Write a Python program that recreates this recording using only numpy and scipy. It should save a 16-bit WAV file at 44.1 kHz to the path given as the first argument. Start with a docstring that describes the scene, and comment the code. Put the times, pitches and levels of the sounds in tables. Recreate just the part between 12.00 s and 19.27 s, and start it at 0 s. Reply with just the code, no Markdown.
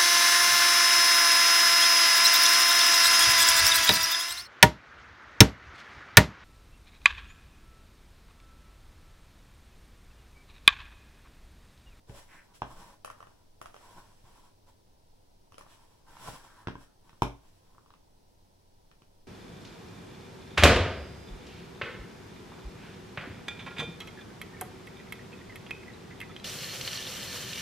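"""A cased smartphone is slid off a desk, held, set down with two knocks and tapped, while a second small
device is nudged about; two hands at work in a small room, close to a stereo microphone. Each contact
ticks, rings the device briefly near 1 kHz and thumps the desk top. The case clicks in the grip, and
sliding rasps and hisses with tiny slips. A computer fan hums off to the right, and the weight of the
arms rumbles through the microphone stand."""
import sys
import numpy as np
from scipy import signal
from scipy.fft import rfft, irfft
from scipy.io import wavfile
from scipy.ndimage import uniform_filter1d

SR = 44100
rng = np.random.default_rng(int(sys.argv[2]) if len(sys.argv) > 2 else 0)


def wav_record(signal):
    """Record a signal, one row per channel, as 16-bit PCM in the file named by sys.argv[1]."""
    frames = np.transpose(np.atleast_2d(signal))
    bounded = np.clip(frames, -1, 1)
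    # unit amplitude maps onto the largest positive 16-bit level
    quanta = np.round(bounded * 32767).astype(np.int16)
    wavfile.write(sys.argv[1], SR, quanta)


N = 320607
TIME = np.arange(N) / SR
HIT_TIME = TIME[:SR // 2]  # seconds since a contact
LEFT_RIGHT = np.array([[1], [-1]])  # opposite signs for the two sides

# Tone colours of the noises and the room's tail. Each row: frequency in Hz, relative level in dB.
ROOM_TONE_COLOUR = [(20, -29.5), (35, -33), (55, -10), (80, -8), (140, -14), (220, -15), (400, -22.5),
                    (900, -30.5), (1300, -28.5), (2300, -31.5), (4200, -27.5), (5800, -28), (6700, -34),
                    (9700, -33.5), (13000, -39)]
FAN_COLOUR = [(100, 4), (280, -5.5), (400, -3.5), (600, -3.5), (780, -4.5), (950, -1.5), (1060, -6),
              (1200, -30.5), (2500, -28)]
TAIL_COLOUR = [(100, -13.5), (330, -1.5), (600, 5), (950, -7), (1500, 3), (3000, 2.5), (5500, 4),
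               (9000, 5.5)]
RASP_COLOUR = [(70, -9.5), (130, 1.5), (190, -3), (270, -3), (450, -11.5), (750, -6.5), (930, -1),
               (1090, -4), (1230, -11.5), (1500, -10), (2000, -26.5), (6000, -38.5)]
HISS_COLOUR = [(1200, 3.5), (2600, 0), (3300, 2), (4600, -3), (5750, 0.5), (6600, -7), (7700, 0),
               (8600, -9.5), (9800, -1.5), (11000, -12.5), (11700, -4.5), (12700, -18.5), (15500, -13)]
CASE_TICK_COLOUR = [(300, -1), (600, 9), (2100, -6), (3000, 0), (4300, -12.5), (5800, -4.5), (6600, -10.5),
                    (8700, -10), (9900, 0.5), (11500, -7), (15500, -3)]
DESK_TICK_COLOUR = [(300, -12.5), (1450, 2.5), (1900, -2.5), (3100, -2), (4100, -5.5), (4700, -12),
                    (5700, -3), (6600, -15), (7600, -12), (9800, -14.5), (15500, -15)]
# Decay of the room. Each row: frequency in Hz, seconds to fall 60 dB.
ROOM_DECAY = [(200, .25), (1000, .28), (5000, .26), (15000, .22)]
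# Low modes of desk top and room. Each row: frequency in Hz, relative level in dB, seconds to fall 60 dB
# (capped in desk_thump).
DESK_MODES = [(51, -3, 0.84), (81.4, -22, .12), (120.6, -3.5, 0.33), (144.7, -8, 0.16), (183.6, -5.5, 0.15),
              (246.3, -2.5, 0.15), (281.8, -8, 0.27), (374.6, -22.5, 0.28), (448, -16, 0.16),
              (504, -9, 0.06), (585, -11, 0.15)]
# A device or finger moving over a surface. Each row: start and length in seconds, relative levels of
# rasp and hiss in dB.
SLIDE_STROKES = [(0.068, 0.095, -62, -62), (0.127, 0.13, -60, -58), (0.23, 0.27, -66, -66.5),
                 (0.474, 0.08, -63, -74), (0.535, 0.048, -77, -59), (0.636, 0.2, -59, -64),
                 (0.741, 0.22, -51.5, -59.5), (1.03, 0.47, -68, -73.5), (1.62, 0.098, -61, -68),
                 (1.687, 0.35, -70, -67.5), (1.802, 0.36, -58.5, -65), (2.035, 0.51, -79, -72),
                 (2.226, 0.3, -61, -66.5), (2.662, 0.054, -69, -70.5), (3.548, 0.19, -63.5, -70.5),
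                 (3.6, .46, -69, -71), (3.676, 0.1, -75, -64), (4.037, 0.62, -55.5, -60),
                 (4.172, 0.23, -67, -55.5), (4.757, 0.114, -68.5, -67.5), (4.955, 0.6, -70.5, -74),
                 (5.4, 0.31, -83, -74), (5.587, 0.41, -73.5, -79)]
# Case edge or skin sticking and slipping. Each row: start and length in seconds, first and last pitch
# in Hz, level in dB.
DRAG_STROKES = [(0.072, 0.14, 400, 810, -58), (.28, 0.16, 2000, 1700, -58.5),
                (3.675, 0.079, 3500, 2700, -70.5), (4.06, 0.066, 1450, 1200, -68),
                (4.05, 0.9, 1400, 1300, -64.5)]
# The case clicking in the grip. Each row: start in seconds, relative levels of ring and tick in dB,
# lag of the left side in ms.
CASE_CLICKS = [(1.0472, -46.5, -46, 0.78), (1.0765, -51, -66, 1), (1.101, -46.5, -54.5, 0.91),
               (1.2044, -52.5, -60.5, 0.73), (1.227, -52, -63, 0.98), (1.2698, -61.5, -65, 0.91),
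               (1.6148, -49, -51, 0.85), (1.6581, -51, -55, 0.76), (1.743, -55.5, -58, .83),
               (1.7642, -57.5, -59, 0.89), (3.5216, -65.5, -62.5, -0.082), (3.5429, -65, -61, -0.2),
               (3.5817, -55, -53, -0.63), (3.61, -56, -58, -0.97), (3.6643, -63, -68, 0.088)]
# Fingers landing on case and screen. Each row: start in seconds, relative levels of ring, desk thump
# and tick in dB.
FINGER_TAPS = [(2.24, -77, -55.5, -103), (5.0939, -66.5, -77, -67.5), (5.1303, -65, -64, -77),
               (5.7482, -69, -77, -92), (5.7814, -59.5, -69, -83), (5.8607, -66, -80, -78),
               (5.9046, -61, -78, -72), (5.9382, -60.5, -75, -71.5), (6.9143, -74.5, -74, -69),
               (7.02, -69.5, -62.5, -71.5)]
# A device meeting the desk. Each row: start in seconds, relative ring level in dB, ring pitch in Hz,
# ring time constant in ms, relative levels of desk thump and tick in dB, tick cut-off in Hz, lag of the
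# left side in ms.
DESK_KNOCKS = [(0.0955, -61, 836, 1.3, -43, -66.5, 5000, 0),
               (0.6196, -32.5, 927, 0.54, -41, -51.5, 3800, 0.12),
               (4.1685, -54.5, 910, 0.73, -73, -65, 5740, 0.052),
               (4.2748, -50.5, 1040, 0.33, -68, -56.5, 12000, 0.72),
               (4.286, -47.5, 805, 0.36, -46, -67, 5500, 0.077),
               (4.6719, -43.5, 1240, 0.26, -36, -50.5, 3630, 0.07),
               (4.6835, -41.5, 967, 1, -41, -55.5, 3870, 0.19),
               (4.7537, -49.5, 1010, 1.3, -49, -63.5, 3940, 0.12),
               (5.2206, -25, 942, 1.02, -27.5, -40, 8800, 0.11)]


def undb(db):
    """Decibels to gain."""
    return 10 ** (np.asarray(db) / 20)


def unit_rms(x):
    """Scale to rms 1."""
    return x / np.sqrt(np.mean(x ** 2))


def unit_attack(x):
    """Scale so that the first 10 ms have rms 1."""
    return x / np.sqrt(np.mean(x[..., :SR // 100] ** 2))


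def butter(x, hz, kind="low"):
    """Gentle filter, low-pass unless told otherwise."""
    return signal.sosfilt(signal.butter(2, hz, kind, fs=SR, output="sos"), x)


def on_log(points, hz):
    """Read (Hz, value) points on a log-frequency axis."""
    point_hz, value = np.transpose(points)
    return np.interp(np.log(hz + 1), np.log(point_hz), value)


def colour(x, points, size=4096):
    """Minimum-phase filter with the given (Hz, dB) colour."""
    gain = undb(on_log(points, np.fft.rfftfreq(size, 1 / SR)))
    cepstrum = irfft(np.log(gain))
    cepstrum[1:size // 2] *= 2
    cepstrum[size // 2 + 1:] = 0
    response = irfft(np.exp(rfft(cepstrum)))
    return signal.fftconvolve(x, np.array(response, ndmin=x.ndim), axes=-1)[..., :x.shape[-1]]


def wander(rate):
    """Random drift with a spread near 1, turning rate times a second."""
    step = int(SR / rate)
    held = np.repeat(rng.standard_normal(N // step + 1), step)
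    return 1.3 * uniform_filter1d(held, step)[:N]


def add(out, start_s, sound, lag_ms):
    """Mix a sound in, reaching the left of the microphone lag_ms after the right."""
    for side, part, sign in zip(out, np.broadcast_to(sound, (2, sound.shape[-1])), (1, -1)):
        start = max(int((start_s + sign * lag_ms / 2000) * SR), 0)
        side[start:start + len(part)] += part[:N - start]


def room_tone(level_db=-68):
    """Low room noise and faint hiss all round the microphone."""
    mid, side = colour(rng.standard_normal((2, N)), ROOM_TONE_COLOUR)
    side = colour(side, [(60, -4.0), (120, -9.5), (300, 9.5), (1500, -1.0)])
    return undb(level_db) * unit_rms(mid + LEFT_RIGHT * side)


def fan(rush_db=-67, lag_ms=.66, hum_hz=97, hum_db=-74):
    """A computer fan: rushing air off to the right, over a wavering hum."""
    out = np.zeros((2, N))
    rush = undb(rush_db + .23 * wander(6)) * unit_rms(colour(rng.standard_normal(N), FAN_COLOUR))
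    add(out, 0, rush, lag_ms)
    hum = np.sin(2 * np.pi * hum_hz * TIME + .37 * wander(2.3)) * undb(2 * wander(60))
    return out + undb(hum_db) * unit_rms(hum)


def stand_rumble(band_hz=(7, 20), rest_db=-63, effort_db=-2):
    """The weight of the arms shakes desk and microphone stand, more while they push something along."""
    shake = unit_rms(butter(rng.standard_normal(N), band_hz, "band"))
    effort, _ = friction()
    return shake * np.hypot(undb(rest_db), undb(effort_db) * effort)


def small_room(x, echo_s=.0112, echo_db=-14, echo_treble_db=-7, tail_db=-4, alike_hz=1300):
    """Direct sound, one bright reflection and a short diffuse tail, alike on both sides in the bass."""
    hz = np.fft.rfftfreq(len(HIT_TIME), 1 / SR)
    mid, side = rfft(rng.standard_normal((2, len(HIT_TIME))))
    alike = 1 / (1 + (hz / alike_hz) ** 2)
    field = (mid * np.sqrt(1 + alike) + LEFT_RIGHT * side * np.sqrt(1 - alike)) / np.sqrt(2)
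    field *= undb(on_log(TAIL_COLOUR, hz))
    octaves = np.round(2 * np.log2(np.maximum(hz, 125))) / 2  # in half-octave steps
    tail = 0
    for octave in np.unique(octaves):
        band = irfft(field * (octaves == octave), len(HIT_TIME))
        tail += band * undb(-60 * HIT_TIME / on_log(ROOM_DECAY, 2 ** octave))
    fade_in = np.clip(HIT_TIME / .002 - 1, 0, 1)
    response = tail * fade_in * undb(tail_db) / np.sqrt(SR / 50)
    response[:, 0] += 1  # direct sound
    # flat screens beam their treble up to the ceiling
    echo = int(echo_s * SR)
    response[:, echo] += undb(echo_db) + undb(echo_treble_db)
    response[:, echo + 1] -= undb(echo_treble_db)
    return signal.fftconvolve(x, response, axes=1)[:, :N]


def stroke(start, length, peak_share=.37, speed_power=.79):
    """Friction strength of one hand movement, 0-1: it speeds up from rest, peaks and slows to rest."""
    ramp = np.interp(TIME, [start, start + length * peak_share, start + length], [0, 1, 0])
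    speed = np.sin(np.pi / 2 * ramp)
    return speed ** speed_power


def friction():
    """Strength of the rasp and of the hiss; overlapping strokes add in power."""
    power = sum((undb([[rasp_db], [hiss_db]]) * stroke(start, length)) ** 2
                for start, length, rasp_db, hiss_db in SLIDE_STROKES)
    return np.sqrt(power)


def micro_slips(rate):
    """Friction as dense tiny slips of unequal size, rate a second."""
    slips = rng.standard_normal(N) * (rng.random(N) < rate / SR)
    size_db = np.minimum(rng.exponential(size=N), 4)
    return unit_rms(slips * undb(size_db))


def dragging(relative_width=.25, slip_rate=2500):
    """Case edge or skin sticks and slips irregularly, the pitch gliding through the stroke."""
    out = 0
    for start, length, first_hz, last_hz, db in DRAG_STROKES:
        hz = np.interp(TIME, [start, start + length], [first_hz, last_hz])
        slips = micro_slips(slip_rate) + 1j * micro_slips(slip_rate)
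        flutter = butter(slips, relative_width * (first_hz + last_hz) / 2)
        rub = np.real(flutter * np.exp(2j * np.pi * np.cumsum(hz) / SR))
        out += unit_rms(rub) * undb(db) * stroke(start, length)
    return out


def sliding(rasp_db=-1, uneven_db=3.5, body_hz=1020, body_width_hz=220):
    """Slips excite the same 1 kHz body as the knocks; the matt surface adds a fine hiss."""
    rasp_strength, hiss_strength = friction()
    pressure_db = uneven_db * wander(30)
    slips = colour(micro_slips(7600), RASP_COLOUR)
    resonance = signal.lfilter(*signal.iirpeak(body_hz, body_hz / body_width_hz, fs=SR), slips)
    rasp = unit_rms(slips + resonance) * rasp_strength * undb(rasp_db + pressure_db)
    fine_slips = np.array([micro_slips(12000) for _ in range(2)])
    hiss = unit_rms(colour(fine_slips, HISS_COLOUR)) * hiss_strength * undb(.5 * pressure_db)
    return rasp + hiss


def ring(hz, decay_ms):
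    """A heavily damped ring that builds over a cycle and dies within a few."""
    age = HIT_TIME * 1000 / decay_ms
    return unit_attack(-age ** 1.64 * np.exp(-age) * np.sin(2 * np.pi * hz * HIT_TIME))


def desk_thump(push_hz=135, push_s=.0035, clunk_db=-11, modes_db=-8, longest_s=.38):
    """The desk top gives way once with a hollow clunk, then its modes ring on."""
    push = -np.sin(2 * np.pi * push_hz * HIT_TIME) * np.exp(-HIT_TIME / push_s)
    clunk = undb(clunk_db) * ring(hz=330, decay_ms=1)
    modes = 0
    for hz, db, t60 in DESK_MODES:
        phase = LEFT_RIGHT * .7 * min(hz / 240, 1) ** 2  # higher modes differ between the sides
        decay = undb(db - 60 * HIT_TIME / min(t60, longest_s))
        modes -= decay * np.sin(2 * np.pi * hz * HIT_TIME + phase)
    build_up = 1 - np.exp(-HIT_TIME / .00061)
    swing = push + clunk + undb(modes_db) * modes * build_up
    return unit_attack(butter(swing, 40, "high"))  # a panel this size radiates almost no sub-bass


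def tick(tick_colour, cutoff_hz, fade_s=.0022):
    """Edges meet in a burst of tiny contacts; a softer touch loses the top."""
    burst = rng.standard_normal((2, len(HIT_TIME))) * np.exp(-HIT_TIME / fade_s)
    return unit_attack(butter(colour(burst, tick_colour), cutoff_hz))


def contacts(rows, tick_colour, ring_gain_db, thump_gain_db, tick_gain_db, lower_db, upper_db, left_db):
    """Each contact rings the device at three bending modes, ticks and pushes on whatever carries it."""
    out, thump = np.zeros((2, N)), desk_thump()
    for start, ring_db, hz, ms, thump_db, tick_db, cutoff_hz, lag_ms in rows:
        lower_mode = undb(lower_db) * ring(.57 * hz, ms)
        upper_mode = undb(upper_db) * ring(1.58 * hz, 2 * ms)
        body = undb(ring_db + ring_gain_db) * (ring(hz, ms) + lower_mode + upper_mode)
        edge = undb(tick_db + tick_gain_db) * tick(tick_colour, cutoff_hz)
        add(out, start, body + edge, lag_ms)
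        # a fleshy touch, with much weight and little ring, pushes slowly and reaches only the lowest modes
        reach_hz = np.clip(560 * undb(.6 * (ring_db - thump_db)), 130, 2000)
        add(out, start, undb(thump_db + thump_gain_db) * butter(thump, reach_hz), lag_ms=0)
    return out * undb(LEFT_RIGHT * left_db / 2)


def case_clicks(ring_hz=1160, ring_ms=.66, thump_db=-63, usual_tick_db=-57):
    """The case clicks in the grip, brighter the stronger it snaps; little weight reaches the desk."""
    rows = []
    for start, ring_db, tick_db, lag_ms in CASE_CLICKS:
        cutoff_hz = 6500 * undb(.21 * (tick_db - usual_tick_db))
        rows.append((start, ring_db, ring_hz, ring_ms, thump_db, tick_db, cutoff_hz, lag_ms))
    return contacts(rows, CASE_TICK_COLOUR, ring_gain_db=3.5, thump_gain_db=1.5, tick_gain_db=3,
                    lower_db=-4.5, upper_db=-15, left_db=.5)


def knocks_and_taps(tap_hz=1120, tap_ms=.65, cutoff_hz=5700, lag_ms=.06):
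    """Devices knock on the desk; fingers tap the phone, all with one pitch, softness and place."""
    taps = [(start, ring_db, tap_hz, tap_ms, thump_db, tick_db, cutoff_hz, lag_ms)
            for start, ring_db, thump_db, tick_db in FINGER_TAPS]
    return contacts(DESK_KNOCKS + taps, DESK_TICK_COLOUR, ring_gain_db=2.5, thump_gain_db=4.5,
                    tick_gain_db=6, lower_db=-21, upper_db=-21, left_db=-.1)


def scene():
    """The handling reaches the microphone through the room, over rumble, room tone and fan."""
    handling = knocks_and_taps() + case_clicks() + sliding() + dragging()
    return small_room(handling) + stand_rumble() + room_tone() + fan()


def record(dry):
    """The recorder cuts the top steeply above 15.8 kHz."""
    return signal.sosfilt(signal.ellip(10, .2, 70, 15800, fs=SR, output="sos"), dry)


dry = scene()
out = record(dry)
wav_record(out)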